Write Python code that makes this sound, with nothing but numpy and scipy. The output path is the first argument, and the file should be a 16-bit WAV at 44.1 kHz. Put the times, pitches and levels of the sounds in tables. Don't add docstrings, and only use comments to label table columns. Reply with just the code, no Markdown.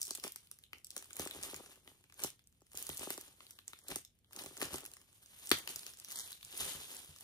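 import sys
import numpy as np
from scipy import signal
from scipy.fft import rfft, irfft, next_fast_len
from scipy.io import wavfile
from scipy.ndimage import uniform_filter1d

SR = 44100
rng = np.random.default_rng(int(sys.argv[2]) if len(sys.argv) > 2 else 0)


def transcribe(u):
    v = np.clip(np.atleast_2d(u).T, -1, 1)
    q = np.round(v * 32767).astype(np.int16)
    wavfile.write(sys.argv[1], SR, q)


def volts_from_decibels(level):
    exponent = np.asarray(level, float) / 20
    return 10 ** exponent


N = 319128

FREE_S = 5.84
TAUT_HZ = 9440


def rms_one(x):
    return x / np.sqrt(np.mean(x ** 2) + 1e-20)


def in_time(rows):
    s, *columns = np.transpose(rows)
    return [np.interp(np.arange(N) / SR, s, column) for column in columns]


def at_hz(points, hz):
    point_hz, point_db = np.transpose(points)
    return np.interp(np.log(hz), np.log(point_hz), point_db)


def drift(rate):
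    r = np.exp(-80 * np.pi * rate / SR)
    slow = signal.lfilter([1], [1, -2 * r, r * r], rng.standard_normal(N // 40 + 2002))[2000:]
    return np.interp(np.arange(N) / 40, np.arange(len(slow)), rms_one(slow))


def ring(push, hz, t60):
    r, w = volts_from_decibels(-60 / (t60 * SR)), 2 * np.pi * hz / SR
    return signal.lfilter([0, np.sin(w)], [1, -2 * r * np.cos(w), r * r], push + 1e-18)


def band(x, low_hz, high_hz):
    edges_hz = [low_hz, min(high_hz, .45 * SR)]
    return signal.sosfilt(signal.butter(2, edges_hz, "band", fs=SR, output="sos"), x)


def peak(x, hz, width_hz, db):
    g, w = volts_from_decibels(db / 2), 2 * np.pi * hz / SR
    a = np.pi * width_hz / SR
    return signal.lfilter([1 + a * g, -2 * np.cos(w), 1 - a * g], [1 + a / g, -2 * np.cos(w), 1 - a / g], x)


def clicks(per_s, spread_db, clump_db):
    sizes = volts_from_decibels(spread_db * np.minimum(rng.exponential(1, N), 5)) * rng.choice([-1, 1], N)
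    chance = per_s * volts_from_decibels(clump_db * drift(25)) / SR
    return sizes * (rng.random(N) < chance)


def crinkle(spectrum, per_s, cycles, spread_db, clump_db, count=14):
    train = clicks(per_s, spread_db, clump_db)
    patch = rng.integers(0, count, N)
    total = np.zeros(N)
    for k, hz in enumerate(np.geomspace(spectrum[1][0], spectrum[-2][0], count)):
        total += volts_from_decibels(at_hz(spectrum, hz)) * hz * ring(train * (patch == k), hz, cycles / hz)
    return rms_one(total)


def room_tone():
    # (frequency [Hz], level per Hz [dB])
    air = [(18, -50), (30, 10.5), (79, 18.5), (216, 6.5), (1220, -18), (2560, -9.5), (4520, -16),
           (7590, -36), (8380, -21), (11000, -37), (14300, -19), (22000, -120)]
    size = next_fast_len(N)
    hz = np.maximum(np.fft.rfftfreq(size, 1 / SR), 10)
    mid, side = rfft(rng.standard_normal((2, size))) * volts_from_decibels(at_hz(air, hz))
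    alike = 0.85 / (1 + (hz / 700) ** 3)
    both = np.sqrt(1 + alike) * mid + np.sqrt(1 - alike) * side * [[1], [-1]]
    return volts_from_decibels(-75) * rms_one(irfft(both, size)[:, :N])


def room(x):
    t60_s, wall_cut_hz = .22, 10000
    size = next_fast_len(N + SR)
    w = 2 * np.pi * np.fft.rfftfreq(size)
    dull = 1 / (1 + 1j * w * SR / (2 * np.pi * wall_cut_hz))
    walls = np.zeros((2, len(w)), complex)
    for k, lag in enumerate((rng.uniform(.004, .03, 16) * SR).astype(int)):
        loop = volts_from_decibels(-60 * lag / SR / t60_s) * np.sqrt(dull) * np.exp(-1j * w * lag)
        walls[k % 2] += (-1) ** (k // 2) * loop / (1 - loop)
    walls /= np.sqrt(np.mean(np.abs(walls) ** 2, axis=1, keepdims=True))
    tail = irfft(rfft(x, size) * walls, size)[:, :N]
    return band(band(tail, 1800, 21000), 234, 25000)


def bumps():
    # (time [s], peak level [dB])
    shifts = [(1.195, -57.5), (1.548, -64), (2.239, -59), (2.745, -69), (2.896, -57), (2.994, -67),
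              (3.939, -61.5), (4.463, -65), (4.638, -62), (4.728, -55), (5.513, -51), (6.438, -68.5),
              (6.62, -59.5), (6.75, -60), (1.37, -63.5), (5.75, -67.5), (7.09, -61)]
    push = np.zeros(N)
    for s, db in shifts:
        push[round(s * SR)] = volts_from_decibels(db + 6.5)
    push = band(push, 32, 260)
    return ring(push, 85, 0.17) + volts_from_decibels(-2) * ring(push, 144, 0.2)


def box(push):
    # (frequency [Hz], level [dB], time to fall 60 dB [s])
    modes = [(185.4, -8.5, 0.026), (292.6, -3.5, 0.039), (381, -2, 0.042), (578, 1, 0.013),
             (810, -3.5, 0.019), (1213, -1, 0.0095)]
    return sum((-1) ** k * volts_from_decibels(db) * ring(push, hz, t60) for k, (hz, db, t60) in enumerate(modes))


def knocks(snapped):
    # (time [s], peak level [dB])
    tugs = [(0.113, -49.5), (0.186, -56.5), (0.251, -43.5), (0.271, -48.5), (0.972, -51.5), (1.199, -40),
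            (1.265, -42.5), (1.35, -56), (1.536, -46.5), (1.608, -51.5), (1.879, -58), (2.233, -50),
            (2.248, -39.5), (2.622, -64), (2.748, -55), (2.896, -45), (3.013, -49), (3.034, -47.5),
            (3.076, -42), (3.108, -43.5), (3.183, -48.5), (3.905, -52), (3.922, -47), (3.964, -45.5),
            (4.376, -53), (4.465, -52), (4.627, -39), (4.746, -41), (5.519, -36), (5.537, -45)]
    late_s, answer_db = 0.00399, -21
    answers = [(s + late_s, coarse_db + answer_db) for s, db, hz, coarse_db in snapped]
    s, db = np.transpose(tugs + answers)
    push = np.zeros(N)
    np.add.at(push, ((s - .004) * SR).astype(int), volts_from_decibels(db + 5.5) * rng.choice([-1, 1], len(s)))
    return box(band(push, 67, 1500))


def handling():
    # (time [s], level [dB])
    tension = [(0, -60), (.3, -74), (.8, -79), (1.1, -66.5), (1.77, -73), (2.35, -81), (2.69, -82),
               (3.26, -68), (3.57, -72), (3.86, -71), (4.03, -85), (4.3, -85), (4.6, -64), (5.07, -72),
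               (5.48, -58), (5.96, -64), (6.4, -71), (7.24, -61)]
    # (peak time [s], fine crinkle [dB], time to fade 20 dB [s],
    # large folds against fine crinkle [dB])
    pulls = [(.07, -52.5, .26, -12), (.26, -44.5, .055, -5.5), (.375, -63.5, 0.2, -15),
             (.53, -72, 0.5, -10), (.75, -72.5, 0.4, 2.5), (.86, -68, 1, -20), (.98, -57, 0.18, -3),
             (1.2, -47.5, 0.34, -2.5), (1.44, -49, .24, -5), (1.549, -51.5, 0.29, -1.5),
             (1.89, -61, 0.15, -1.5), (2.244, -40.5, .06, -6), (2.77, -48.5, .4, -12),
             (2.9, -46.5, 0.12, -10), (3.009, -45.5, 0.28, -6), (3.11, -51, 0.18, -5),
             (3.42, -62.5, .33, -10), (3.69, -62, 0.36, -13), (3.915, -42, 0.0665, 0.5),
             (4.38, -53, 0.42, 0), (4.46, -55.5, .11, -4), (4.629, -44.5, .24, 1), (4.74, -49.5, 0.1165, 3),
             (2.195, -53.5, 0.11, -5), (5.55, -47, .2, -3), (5.7, -47.5, 0.27, -10),
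             (1.35, -58.5, 0.24, 5.5), (1.64, -60.5, 0.16, -1), (3.959, -47, 0.05, -8),
             (4.341, -58.5, .2, 0.5)]
    # (peak time [s], fine crinkle [dB],
    # time to fade 20 dB [s], large folds against fine crinkle [dB])
    swings = [(5.88, -54.5, .11, -8.5), (6.04, -60, .31, -7), (6.12, -53.5, .21, -12.5),
              (6.19, -45.5, .25, -17.5), (6.27, -53.5, .13, -12.5), (6.325, -52.5, .045, -9.5),
              (6.45, -60.5, .31, -17.5), (6.575, -43, .31, -9), (6.635, -39, .27, -7),
              (6.72, -47.5, .17, -10.5), (6.83, -55, .3, -5), (6.915, -50, .18, -5), (6.965, -55, .08, -5),
              (7.1, -65, .3, -6)]
    creep_fold_db, creep_rub_db = -9, -15
    pull_rub_db = -3
    free_rub_db = -5
    t = np.arange(0, N, 64) / SR
    creep = volts_from_decibels(np.interp(t, *np.transpose(tension)))
    s, db, fade_s, fold_db = np.transpose(pulls + swings)[:, :, None]
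    rise = np.where(s > FREE_S, 167, 400)
    below_peak_db = np.where(t < s, rise * (s - t), 20 * (t - s) / fade_s)
    pull = volts_from_decibels(db - below_peak_db)
    folded = np.sum((pull * volts_from_decibels(fold_db)) ** 2, axis=0)
    held = volts_from_decibels(free_rub_db * (t > FREE_S))
    fine_power = creep ** 2 + np.sum(pull ** 2, axis=0)
    fold_power = (creep * volts_from_decibels(creep_fold_db)) ** 2 + folded
    rub_power = ((creep * volts_from_decibels(creep_rub_db)) ** 2 + folded * volts_from_decibels(pull_rub_db) ** 2) * held ** 2
    return in_time(np.column_stack([t, *(10 * np.log10([fine_power, fold_power, rub_power]))]))


def rubbing(rub_db):
    return volts_from_decibels(rub_db - 4) * rms_one(box(clicks(per_s=1200, spread_db=5.5, clump_db=3.5)))


def folds(fold_db):
    # (frequency [Hz], level per Hz [dB])
    coarse = [(410, -30), (700, -3), (1200, 2), (1700, -22.5), (2500, 12), (3200, 12.5), (4300, -25)]
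    return volts_from_decibels(fold_db - 7) * crinkle(coarse, per_s=2500, cycles=1.2, spread_db=2.5, clump_db=6.0, count=10)


def ticks():
    train = clicks(per_s=450, spread_db=2.2, clump_db=4.0)
    slips = signal.lfilter([1], [1, -.93], np.abs(train)) * rng.standard_normal(N)
    return rms_one(band(slips, 7200, 19000))


def rustle(fine_db):
    # (frequency [Hz], level per Hz [dB])
    small = [(2000, -30), (3200, 12), (4300, 4.5), (5500, -18.5), (7000, 11), (8600, -2), (10500, 12.5),
             (13000, 7), (15500, -16.5), (17000, -10)]
    # (frequency [Hz], width [Hz], lift [dB])
    free_ring = (4200, 1800, 2.5)
    shared = crinkle(small, per_s=3500, cycles=8.0, spread_db=3.5, clump_db=5.0)
    own = np.array([crinkle(small, per_s=6000, cycles=8.3, spread_db=3.0, clump_db=5.5, count=9)
                    for port in "LR"])
    fine = volts_from_decibels(fine_db - 3) * (shared + volts_from_decibels(-3) * own + volts_from_decibels(-4.5) * ticks())
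    return np.where(np.arange(N) > FREE_S * SR, peak(fine, *free_ring), fine)


def creases():
    # (time [s], bright snap peak [dB], pitch [Hz], coarse part [dB])
    wide = [(.0163, -27, 8200, -76), (.0695, -37, 8100, -70), (.1986, -44, 4860, -70),
            (.472, -56.5, 4500, -77), (.638, -48.5, 3440, -87), (.732, -42.5, 2800, -43),
            (1.3105, -37.5, 3700, -46), (1.5436, -39, 7450, -42), (1.876, -51, 3000, -49),
            (2.8998, -39, 2900, -51), (3.4058, -51, 3140, -51), (3.4672, -49, 4050, -67),
            (3.5889, -48, 3430, -51), (3.7333, -45.5, 4130, -44.5), (4.0497, -44, 7140, -78),
            (4.2454, -65, 3000, -71), (4.39, -38.5, 5000, -63), (5.4722, -39, 8300, -71),
            (5.5156, -24, 3340, -34), (5.6753, -32.5, 3020, -38), (5.6915, -37.5, 7100, -61),
            (5.8321, -45.5, 4700, -53), (5.8654, -35.5, 6460, -44), (5.9366, -48, 7100, -58),
            (6.0469, -40, 6100, -86), (6.1053, -40, 6540, -53.5), (6.3291, -38.5, 4200, -66),
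            (6.4106, -53, 3350, -78), (6.4291, -42, 3680, -57), (6.5269, -44, 3300, -55)]
    # (time [s], bright snap peak [dB], coarse part [dB])
    taut = [(0.0295, -31, -65), (0.108, -29, -43.5), (0.151, -32, -48.5), (0.1743, -40.5, -58),
            (.239, -31, -37.5), (.846, -38, -91), (0.869, -44, -86), (.9055, -37.5, -69),
            (0.9654, -33, -43), (0.9784, -35, -64), (1.044, -48, -62), (1.1313, -38, -59),
            (1.2739, -36.5, -42), (1.4286, -37, -55), (2.0403, -58.5, -61), (2.099, -61, -56.5),
            (2.753, -41.5, -60), (3.1778, -38, -49), (3.68, -34.5, -52.5), (3.9041, -37, -44),
            (4.3632, -37.5, -52), (4.6232, -35, -34.5), (4.7588, -37.5, -46), (4.9685, -47, -54),
            (5.7603, -32, -67), (5.793, -38, -61), (5.9993, -43, -62), (6.1586, -36, -49),
            (6.1888, -35, -61), (6.449, -42, -67)]
    # (time [s], bright snap peak [dB], coarse part [dB])
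    tiny = [(.0088, -43, -68), (.321, -39, -76), (.3601, -36, -48), (.514, -37.5, -54),
            (0.5882, -51.5, -66), (1.0572, -52, -62), (1.1674, -32.5, -47), (1.196, -28.5, -41),
            (2.2371, -24.5, -48), (2.4729, -54, -83), (2.7328, -47, -59.5), (2.774, -32.5, -71),
            (2.826, -32.5, -71), (2.892, -33, -54), (2.9773, -32.5, -59), (3.1045, -30, -37),
            (3.2117, -39.5, -57), (3.5083, -41, -63), (3.9592, -29, -47), (4.332, -44, -53),
            (4.461, -40, -46), (4.6157, -29.5, -32.5), (4.7832, -38, -53), (4.862, -34.5, -52),
            (5.4584, -42, -86.5), (5.4931, -31, -65), (6.1195, -36, -53.5), (6.3191, -43, -50),
            (6.7343, -38, -55), (7.209, -45, -58)]
    # (time [s], bright snap peak [dB], coarse part [dB])
    weak = [(2.247, -33, -48), (.08, -38, -76), (.1011, -46, -75), (0.2785, -35, -45), (1.0252, -45, -52),
            (1.1073, -50, -49), (1.157, -46, -65), (1.661, -49, -57), (1.758, -56, -62), (2.1239, -54, -57),
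            (2.194, -53, -47.5), (2.667, -63, -72), (3.2809, -52, -62.5), (2.1421, -50.5, -71),
            (3.816, -60, -66), (3.839, -57.5, -74), (4.189, -66, -80), (4.31, -69, -61), (2.2735, -41, -70),
            (4.569, -42.5, -49), (4.6289, -32, -36), (4.8527, -41, -53), (4.916, -48, -70),
            (4.937, -42, -59), (5.129, -56, -67), (5.2604, -49.5, -66), (5.3885, -50, -62),
            (6.0854, -45, -55), (6.5191, -49, -65), (7.1866, -48, -62)]
    rows = list(wide)
    for kind_hz, kind in [(TAUT_HZ, taut), (13100, tiny), (10600, weak)]:
        for s, db, coarse_db in kind:
            hz = kind_hz * (1 + .05 * rng.normal())
            rows.append((s, db, hz, coarse_db))
    return rows


def snaps(table, size=600):
    film = np.zeros((2, N + size))
    t = np.arange(size) / SR - .0014
    fade_out = np.cos(np.pi / 2 * np.arange(size) / size)
    settle = (t > 0) * np.exp(-np.abs(t) / .005) * fade_out
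    quick = np.exp(-np.abs(t) / np.where(t < 0, .0005, .0006)) + .17 * settle
    slow = np.exp(-np.abs(t) / np.where(t < 0, .0006, .0015)) + .25 * settle
    slips = rng.standard_normal((len(table), 3, size))
    broads = band(band(slips[:, :2] * quick, 4000, 17000), 4000, 19000)
    strokes = band(band(slips[:, :2] * quick, 2400, 19000), 2200, 19500)
    coarses = band(slips[:, 2] * slow, 950, 3200)
    for row, slip, stroke, broad, coarse in zip(table, slips, strokes, broads, coarses):
        s, bright_db, hz, coarse_db = row
        i = round((s + t[0]) * SR)
        broad_share = 1.3 * min(hz / TAUT_HZ, 1) ** .5
        bright = rms_one(ring(stroke, hz, 6 / hz)) + broad_share * rms_one(broad)
        bright[1] = .8 * bright[0] + .6 * bright[1]
        bright[1] = np.roll(bright[1], round(2 * slip[2, 0]))
        film[:, i:i + size] += volts_from_decibels(bright_db + 8) * bright / np.abs(bright).max()
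        film[:, i:i + size] += volts_from_decibels(coarse_db + 5) * coarse / np.abs(coarse).max()
    return film[:, :N]


def pop(size=8192):
    # (frequency [Hz], level per Hz [dB])
    colour = [(600, -20), (850, -4), (1400, 2), (3300, 0), (5000, -4), (7000, -11), (13000, -8),
              (16500, -18)]
    # (frequency [Hz], level [dB], time to fall 60 dB [s])
    lid_ring = (385, -22, .018)
    # (time constant [s], level [dB])
    stages = [
        (.0007, 0),
        (.006, -16),
        (.03, -25),
    ]
    pop_s, pop_db = 5.5153, -6.5
    t = np.arange(size) / SR - .003
    hz = np.maximum(np.fft.rfftfreq(size, 1 / SR), 10)
    noise = irfft(rfft(rng.standard_normal((3, size))) * volts_from_decibels(at_hz([(200, -45)] + colour, hz)), size)
    (crack_s, crack_db), *tails = stages
    swell, after = np.exp(np.minimum(t, 0) / 0.0004), np.maximum(t, 0)
    crack = noise[0] * swell * np.exp(-after / crack_s)
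    hiss = noise[1:] * swell * sum(volts_from_decibels(db) * np.exp(-after / s) for s, db in tails)
    lid_hz, lid_db, t60 = lid_ring
    push = np.exp(-((t - .0006) / 0.0004) ** 2)
    lid = ring(band(push, 220, 900), lid_hz, t60)
    burst = volts_from_decibels(pop_db) * (crack + hiss) / np.abs(crack).max() + volts_from_decibels(lid_db) * lid / np.abs(lid).max()
    out, i = np.zeros((2, N)), round((pop_s + t[0]) * SR)
    out[:, i:i + size] = burst
    return out


def turned(x):
    # (frequency [Hz], angle [radians])
    port_turn = [(60, -0.1), (170, .1), (500, .15), (860, .75), (1200, .65), (1900, .5), (2400, 0.01)]
    size = next_fast_len(N)
    hz = np.maximum(np.fft.rfftfreq(size, 1 / SR), 10)
    return irfft(rfft(x, size) * np.exp(1j * at_hz(port_turn, hz)), size)[:N]


def at_ports(left, right):
    return np.array([left, np.roll(turned(right), 9)])


def scene():
    # (time [s], bright snap peak [dB], pitch [Hz], coarse part [dB])
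    crowd = [(0.0518, -39, 10400, -65), (0.0553, -40, 9100, -71), (0.0616, -42, 10500, -66),
             (0.7835, -56, 9000, -66), (0.155, -37, 8500, -62), (1.4139, -44, 9000, -60),
             (0.9135, -49, 7500, -72), (1.2064, -37, 10200, -63), (1.2185, -38, 9000, -58),
             (1.253, -40, 10200, -54), (1.4341, -32, 8200, -57), (1.5633, -41, 9000, -62),
             (2.718, -52, 9500, -62), (2.2025, -44, 9000, -50), (2.2207, -39, 8400, -54),
             (2.2415, -32, 9500, -53), (2.3031, -44, 9600, -67), (2.785, -41, 13200, -57),
             (2.7927, -41, 13200, -63), (2.868, -36, 9600, -61), (2.9457, -45, 13000, -77),
             (2.965, -44, 9600, -63), (2.9724, -39, 10500, -64), (2.9949, -36, 9400, -60),
             (3.1234, -39, 10500, -59), (3.1407, -42, 9100, -56), (3.8835, -36, 13500, -61),
             (3.888, -40, 12500, -60), (4.3255, -51, 10000, -62), (4.4209, -42, 10300, -61),
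             (4.4381, -42, 10200, -65), (4.5763, -40, 8500, -62), (4.6055, -35, 13000, -59),
             (4.6542, -36, 10000, -49), (4.733, -37, 13300, -58), (4.7421, -36, 10300, -52),
             (4.8062, -46, 10200, -65), (5.5032, -34, 10300, -52), (5.5872, -36, 13800, -53),
             (6.1128, -41, 9400, -53), (6.1254, -42, 9600, -61), (6.172, -37, 8300, -58),
             (6.1965, -35, 8700, -58), (6.2057, -38, 8400, -63), (6.3074, -43, 9800, -74),
             (6.5755, -34, 13500, -63), (6.6054, -32, 13300, -58), (6.9673, -40, 10300, -64)]
    # (time [s], bright snap peak [dB], pitch [Hz], coarse part [dB])
    stray = [(2.0102, -62, 9000, -80), (2.393, -62, 4000, -66), (2.4406, -66, 9000, -85),
             (2.5258, -64, 9000, -76), (2.6071, -64, 9000, -80), (2.619, -60, 8000, -80),
             (3.7893, -52, 9000, -66), (4.8423, -47, 10000, -70), (5.0154, -55, 9000, -64),
             (5.9724, -48, 9000, -64), (5.9881, -49, 8000, -62), (7.1622, -50, 9000, -58)]
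    # (frequency [Hz], width [Hz], difference [dB])
    ports = [(1000, 2300, 4), (2700, 1800, 3.5), (8230, 8200, -2.5)]
    fine_db, fold_db, rub_db = handling()
    moving = rustle(fine_db) + folds(fold_db) + rubbing(rub_db)
    jerks = volts_from_decibels(1.95 * drift(14))
    snapped = creases()
    film = snaps(snapped) + snaps(crowd) + snaps(stray) + jerks * moving
    left, right = film + knocks(snapped) + bumps() + pop()
    for hz, width_hz, db in ports:
        left = peak(left, hz, width_hz, db / 2)
        right = peak(right, hz, width_hz, -db / 2)
    return at_ports(left, right) + volts_from_decibels(-13) * room(left + right) + room_tone()


def band_limit(x):
    return signal.sosfilt(signal.butter(12, 16810, fs=SR, output="sos"), x)


def record(dry):
    x = signal.sosfilt(signal.butter(2, 42, "high", fs=SR, output="sos"), dry)
    x = peak(peak(x, 13300, 2000, 3), 11750, 700, -2.5)
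    dip = signal.cheby2(4, 32, [11400, 12000], "bandstop", fs=SR, output="sos")
    step = signal.cheby2(14, 45, 14600, fs=SR, output="sos")
    strong = signal.sosfiltfilt(np.vstack([dip, step]), x)
    power = np.sum(np.diff(x, prepend=0) ** 2, axis=0)
    attack = uniform_filter1d(power, 64) > 5.8 * uniform_filter1d(power, 1500)
    passing = np.minimum(uniform_filter1d(1. * attack, 1300) * 400, 1)
    passing = uniform_filter1d(passing, 300)
    x = strong + volts_from_decibels(-5.5) * passing * (x - strong)
    gap = signal.cheby2(3, 25, [2400, 2800], "bandstop", fs=SR, output="sos")
    dropped = np.clip(4 * (drift(6) - .9), 0, 1) * (1 - passing)
    x = x + dropped * (signal.sosfiltfilt(gap, x) - x)
    x = signal.sosfilt(signal.cheby2(12, 70, 16800, fs=SR, output="sos"), x)
    return band_limit(x)


dry = scene()
out = record(dry)
transcribe(out)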